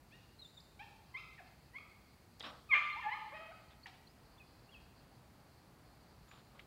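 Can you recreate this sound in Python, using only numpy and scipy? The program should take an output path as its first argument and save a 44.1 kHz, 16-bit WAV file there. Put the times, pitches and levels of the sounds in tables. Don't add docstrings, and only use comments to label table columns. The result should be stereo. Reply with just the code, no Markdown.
import sys
import numpy as np
from scipy import signal
from scipy.fft import rfft, irfft
from scipy.io import wavfile
from scipy.ndimage import uniform_filter1d

SR = 44100
rng = np.random.default_rng(int(sys.argv[2]) if len(sys.argv) > 2 else 0)


def int16_out(signal):
    q = np.round(np.clip(np.atleast_2d(signal).T, -1, 1) * 32767)
    wavfile.write(sys.argv[1], SR, q.astype(np.int16))


N = 293706


def undb(db):
    return 10 ** (np.asarray(db) / 20)


def level(x, db):
    return x * undb(db) / np.sqrt(np.mean(x ** 2))


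def on_log(table, hz):
    table_hz, values = np.transpose(table)
    return np.interp(np.log(np.maximum(hz, 1)), np.log(table_hz), values)


def colour(x, table):
    hz = np.arange(len(x) // 2 + 1) * SR / len(x)
    return irfft(rfft(x) * undb(on_log(table, hz)), len(x))


def butter(kind, order, hz, x):
    return signal.sosfilt(signal.butter(order, hz, kind, fs=SR, output="sos"), x)


def walk(rate_hz):
    held = int(SR / rate_hz)
    steps = np.repeat(rng.standard_normal(N // held + 1), held)
    return 1.04 * uniform_filter1d(uniform_filter1d(steps, held), held)[:N]


def span(table, edge_s):
    s, *columns = np.transpose(table)
    i = np.arange(int(s[0] * SR), min(int(s[-1] * SR), N))
    fade = np.clip(np.minimum(i - i[0], i[-1] - i) / (edge_s * SR), 0, 1)
    return i, [np.interp(i / SR, s, c) for c in columns], np.sin(np.pi / 2 * fade) ** 2


def swell(start_s, rise_s, fall_s, peak_db, drop_db):
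    i = np.arange(int(start_s * SR), min(int((start_s + rise_s + fall_s) * SR), N))
    course = np.interp(i / SR - start_s, [0, rise_s, rise_s + fall_s], [0, 1, 2])
    rise = np.sin(np.pi / 2 * np.minimum(course, 1)) ** 2
    decay = undb(peak_db - drop_db * np.maximum(course - 1, 0))
    end = np.clip((i[-1] - i) / (.004 * SR), 0, 1)
    return i, course, rise * end * decay


def yard(shared_db=-62, spread_db=0.52):
    # hz, relative_density_db
    bed = [(15, -45), (25, -20), (56, -1), (96, -5), (129, -3), (194, -7.5), (298, -11.5), (525, -16.5),
           (809, -15), (925, -17), (2510, -26.5), (3200, -30), (4400, -29), (5800, -34), (15700, -37.5)]
    # hz, level_against_shared_part_db
    unshared = [(60, -10), (110, -7), (200, -5), (380, -1), (700, -3), (1290, 1), (2380, 0.5), (4400, 1),
                (8120, -1), (15000, 0)]
    # hz, left_minus_right_db
    balance = [(60, -1), (110, 0), (200, -1.5), (380, -0.5), (700, 1), (1290, 1), (2380, 0), (4400, -1),
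               (8120, -2.5), (15000, -2.5)]
    mid, side = (colour(rng.standard_normal(N), bed) for _ in range(2))
    side = colour(side, unshared)
    gain = undb(shared_db + spread_db * rng.standard_normal()) / np.std(mid)
    return gain * np.array([colour(mid + side, balance), mid - side])


def insects(low_hz=4070, high_hz=4920, left_db=-83, right_db=-73, swell_db=0.3, shimmer_db=3.0):
    band = level(butter("band", 3, [low_hz, high_hz], rng.standard_normal((2, N))), 0)
    return band * undb(np.array([[left_db], [right_db]]) + swell_db * walk(3) + shimmer_db * walk(25))


def echo(x, db, first_s=0.008, patchy_db=2.0, early_s=0.082, late_db=-5):
    # hz, t60_s
    decay = [(500, 1.0), (1200, 1.26), (2500, 1.14), (5000, 1.85), (9000, 1.64)]
    # hz, gain_db
    tint = [(400, -0.5), (850, 2.5), (1050, 0.5), (1300, 8), (1550, -1), (2100, -2.5), (2600, 0), (3300, 4),
            (4500, 5.5), (8000, 17.5)]
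    t = np.arange(SR * 3 // 2) / SR
    tail = 0
    for hz in 250 * 2. ** np.arange(6):
        edges_hz = [hz / np.sqrt(2), hz * np.sqrt(2)]
        octave = butter("band", 2, edges_hz, rng.standard_normal(len(t)))
        tail = tail + octave * np.exp(-np.log(1000) * t / on_log(decay, hz))
    tail = tail * (np.exp(-t / early_s) + undb(late_db))
    tail = tail * np.clip(t / first_s - 1, 0, 1) * undb(patchy_db * walk(69.0)[:len(t)])
    tail = tail / np.sqrt(np.sum(tail ** 2))
    return undb(db) * signal.fftconvolve(colour(x, tint), tail)[:N]


def whistles(flicker_db=4, waver=0.013, drop_db=11.5):
    # start_s, rise_s, fall_s, peak_rms_db before flicker, start_pitch_hz,
    # peak_pitch_hz, end_pitch_hz, octave_against_note_db, echo_send_against_direct_db
    calls = [(0.386, .01, 0.028, -53, 3910, 4130, 4150, -28, -12),
             (.41, 0.014, 0.016, -47, 4130, 3820, 3800, -29, -9.5),
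             (.437, 0.016, 0.03, -52, 3850, 3520, 3650, -17, -11.5),
             (.565, 0.016, 0.017, -50.5, 3764, 3630, 3460, -19, -11),
             (.592, 0.0049, .016, -52.5, 3520, 3540, 5700, -21, -15),
             (2.423, 0.0046, 0.0073, -50.5, 5230, 4800, 5100, -34, -16),
             (2.452, 0.023, 0.033, -61, 5250, 5500, 5650, -38, -15),
             (2.92, .011, 0.013, -50, 4375, 4140, 4280, -57, -12),
             (3.125, 0.0076, .016, -56, 4080, 4200, 4000, -22, -9),
             (3.826, 0.013, 0.017, -55.5, 4140, 4450, 4800, -38, -12),
             (4.068, .007, .014, -54.5, 4020, 4040, 5100, -35, -23),
             (4.088, 0.0071, 0.027, -63, 5100, 4800, 5400, -38, -13),
             (4.372, 0.016, .012, -67.5, 3240, 3550, 3100, -35, -5),
             (4.392, 0.0118, .03, -55, 3190, 2580, 2450, -35, -6),
             (4.685, 0.012, 0.02, -63.5, 2600, 2820, 3000, -37, -2),
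             (4.71, 0.015, 0.028, -63, 3440, 3360, 2900, -35, -4),
             (4.738, 0.014, 0.036, -55, 2930, 2600, 2460, -35, -3),
             (6.284, .004, 0.081, -70, 7150, 6950, 7200, -35, -16)]
    out, pitch = np.zeros((2, N)), 1 + waver * walk(250)
    for start_s, rise_s, fall_s, db, *hz, octave_db, echo_db in calls:
        i, course, gain = swell(start_s, rise_s, fall_s, db, drop_db)
        glide_hz = np.interp(course, range(3), hz) * pitch[i]
        phase = 2 * np.pi * np.cumsum(glide_hz) / SR
        tone = np.sin(phase) + undb(octave_db) * np.sin(2 * phase)
        out[:, i] += undb([[0], [echo_db]]) * gain * tone
    return np.sqrt(2) * out * undb(flicker_db * walk(200))


def scuffles(grain_db=3.0, flutter_db=1.0, split_hz=2200, drop_db=9):
    # start_s, rise_s, fall_s, dull_part_peak_db before flutter, bright_against_dull_db
    flurries = [(2.4, 0.0069, 0.018, -58.5, 10), (2.422, 0.032, 0.016, -44.5, 3.5),
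                (2.46, 0.01, 0.043, -42, -2), (2.5, 0.023, 0.08, -49, -14), (3.698, .012, .035, -72, 12),
                (3.872, 0.0046, 0.03, -65, 12), (3.93, .011, 0.036, -67.5, 5),
                (6.278, .004, 0.018, -65, -2), (6.295, 0.042, 0.084, -63.5, 1),
                (6.535, 0.024, .035, -62.5, -6), (6.584, 0.011, 0.035, -62, 0.5)]
    # hz, relative_density_db
    scratch = [(120, -48), (200, -4.5), (266, -2), (423, -14), (488, -1), (866, -4.5), (1210, 1.5),
               (1310, -2), (2180, -14.5), (3750, -13), (4680, -27), (5490, -28), (6040, -40.5),
               (9000, -48.5), (11700, -67.5), (19800, -120)]
    grains = rng.standard_normal(N) * undb(grain_db * rng.exponential(size=N))
    rustle = colour(grains, scratch)
    dull = level(butter("low", 3, split_hz, rustle), 0) * undb(flutter_db * walk(90))
    bright = level(butter("high", 3, split_hz, rustle), 0) * undb(flutter_db * walk(90))
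    out = np.zeros(N)
    for start_s, rise_s, fall_s, db, bright_db in flurries:
        i, _, gain = swell(start_s, rise_s, fall_s, db, drop_db)
        out[i] += gain * (dull[i] + undb(bright_db) * bright[i])
    return out


def ticks():
    # start_s, peak_db, ring_hz, ring_width_hz of one pass, crack_decay_s
    cracks = [(2.3974, -39, 5040, 6100, 0.00068), (2.401, -39, 4230, 1500, .003),
              (2.406, -32.5, 3470, 700, 0.0044), (2.406, -40.5, 494, 400, 0.0039),
              (2.41, -46.5, 1950, 250, 0.0048), (2.426, -38, 3800, 900, .002),
              (2.427, -42.5, 694, 900, 0.0019), (3.858, -39, 2080, 933, 0.0026),
              (3.868, -38.5, 2350, 2520, 0.0034), (6.314, -44, 1500, 1500, 0.0022),
              (6.594, -41, 2200, 1200, 0.0045)]
    out, t = np.zeros(N), np.arange(SR // 30) / SR
    for s, db, hz, width_hz, crack_s in cracks:
        crack = rng.standard_normal(len(t)) * np.exp(-t / crack_s)
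        ring = signal.iirpeak(hz, max(hz / width_hz, .3), SR)
        tick = signal.lfilter(*ring, signal.lfilter(*ring, crack))
        out[int(s * SR):][:len(t)] += undb(db) * tick / abs(tick).max()
    return out


def jay(wobble=0.0074, rasp_hz=450, drive=0.97, spread=0.62, count=8):
    # roughness (0-1), then rows of time_s, pitch_hz, level_db before the throat,
    # first_partial_db against that level, brightness_db_per_octave above the second partial
    notes = [ (0.096, [(.105, 680, -78.5, -10, 12), (.125, 860, -59.5, -15, 13), (.14, 930, -54.5, -15, 9),
             (.17, 950, -65, -15, 14), (.25, 965, -80, -10, 17)]), (0.097, [(.79, 752, -63, -2, 8),
             (.797, 778, -52.5, 9, 14), (.812, 832, -48.5, 11, 4.5), (.83, 917, -47.5, -1.5, 3),
             (.85, 882, -64.5, 22, 2)]), (0.052, [(1.138, 1040, -57, 15, 7), (1.152, 1030, -34.5, -4.5, -4),
             (1.163, 1075, -38.5, -11, -5), (1.176, 1234, -38, -3.5, 12.5), (1.19, 1345, -43.5, -6.5, 10),
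             (1.205, 1350, -45.5, 1, -7)]), (0.25, [(1.375, 1000, -56, -18, -10),
             (1.382, 944, -49.5, -20, -17), (1.395, 850, -43.5, -8, -13), (1.408, 700, -68, 32.5, -2),
             (1.425, 690, -79, 5, 0)]), (0.1, [(1.73, 938, -62.5, -4.5, -10), (1.75, 996, -46.5, 3, -12),
             (1.768, 1107, -37, -15, -6), (1.78, 1114, -53.5, -3.5, 7), (1.79, 1280, -28.5, 4, -18)]),
             (0.054, [(2.688, 1278, -53, 3, -8), (2.7, 1236, -39.5, 6, -1.5), (2.715, 1152, -22, -7.5, -15),
             (2.724, 1080, -20.5, -13.5, -9), (2.73, 1050, -21.5, -5, -9), (2.735, 1039, -16, -4, -9),
             (2.744, 1071, -20.5, -13, -16), (2.75, 1192, -25, -1.5, -13), (2.768, 1186, -24, -0.5, -9),
             (2.79, 1228, -27, 2, -12)]), (0.4, [(2.734, 548.4, -27, -15, -1),
             (2.745, 576.4, -26.5, -4, -2), (2.756, 598.6, -25, -9, -3), (2.768, 604, -27, -10, -2.5),
             (2.785, 615, -31.5, -9.5, -0.5)]), (0.097, [(2.95, 787.5, -60, 6, 10),
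             (2.97, 875, -47.5, 16, 7), (2.986, 958, -61.5, 24.5, 7), (3.005, 1053, -48.5, 23, -7)]),
             (0.05, [(3.015, 915, -55, 8, -2), (3.03, 917.5, -35.5, -12, -17), (3.049, 832, -41, 8, -12),
             (3.07, 848, -37.5, 17, -21), (3.095, 901, -31, 2.5, -26), (3.105, 955, -45, -3, 4),
             (3.125, 1003, -32, 3, -1), (3.14, 1086, -37, 1, -7), (3.15, 1240, -50.5, 20.5, -10),
             (3.18, 1172, -49, -6, -7)]), (0.16, [(3.32, 530, -34, -2, -14), (3.332, 566, -42, 13.5, -18),
             (3.345, 628, -47, 16.5, 1.5), (3.37, 636, -50, 8, 6.5), (3.398, 629, -46.5, 7.5, -8),
             (3.415, 665, -44.5, 12, -23), (3.45, 631, -51, -10, 0), (3.49, 644, -56, 19, 0),
             (3.507, 683, -55, 16.5, -10), (3.53, 815, -44.5, -5, -22)]), (0.2, [(3.856, 987, -50, 1, -3),
             (3.863, 980, -39.5, -3, -2), (3.872, 776, -62, 16, 18), (3.885, 728, -65.5, 22, 8),
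             (3.9, 685, -69, 3, 3)]), ]
    # hz, gain_db
    throat = [(550, -21), (850, -8), (1150, -12), (1700, -7), (2150, -0.5), (2600, -6.5), (3200, -18.5),
              (4200, -29.5), (5400, -40.5), (6500, -60), (9000, -100)]
    out, pitch = np.zeros(N), 1 + wobble * walk(150)
    rasp = level(butter("low", 4, rasp_hz, rng.standard_normal((2, N))), 0)
    for rough, note in notes:
        i, (hz, db, first_db, bright), fade = span(note, .005)
        phase = 2 * np.pi * np.cumsum(hz * pitch[i]) / SR
        for k in range(1, count + 1):
            share = np.clip(rough * k ** spread, 0, 1)
            smear = rasp[0, i] * np.sin(k * phase) + rasp[1, i] * np.cos(k * phase)
            tone = np.sqrt(2 - 2 * share ** 2) * np.sin(k * phase) + share * smear
            lift_db = first_db if k == 1 else bright * np.log2(k / 2)
            out[i] += fade * undb(db + on_log(throat, k * hz) + lift_db) * tone
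    return np.tanh(drive * out) / drive


def covered_port(birds, bed, leak_db=-31, leak_hz=2600, open_db=-5.5):
    # hz, gain_db
    cover = [(60, -3), (500, -5.5), (1500, -8), (2800, -3), (4500, -15.5), (5800, 1), (15000, 1)]
    # time_s, share_open (0-1)
    opening = [(4.155, 0.043), (4.175, 0.92)]
    uncovered = np.interp(np.arange(N) / SR, *np.transpose(opening))
    leak = undb(leak_db) * butter("low", 3, leak_hz, birds)
    muffled = leak + colour(bed, cover)
    free = undb(open_db) * birds + bed
    return (1 - uncovered) * muffled + uncovered * free


def scene():
    left_bed, right_bed = yard() + insects()
    far, far_send = whistles()
    near = ticks() + scuffles()
    voice = jay()
    direct = voice + far + near
    send = voice + far_send + undb(-16) * near
    left = covered_port(direct + echo(send, -1.5), left_bed)
    right = direct + echo(send, -5.0) + right_bed
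    return np.array([left, right])


def record(dry, hiss_db=-79, top_hz=15750):
    hiss = undb(hiss_db) * rng.standard_normal(dry.shape)
    top_cut = signal.ellip(10, .2, 60, top_hz, fs=SR, output="sos")
    return signal.sosfilt(top_cut, dry + hiss)


dry = scene()
out = record(dry)
int16_out(out)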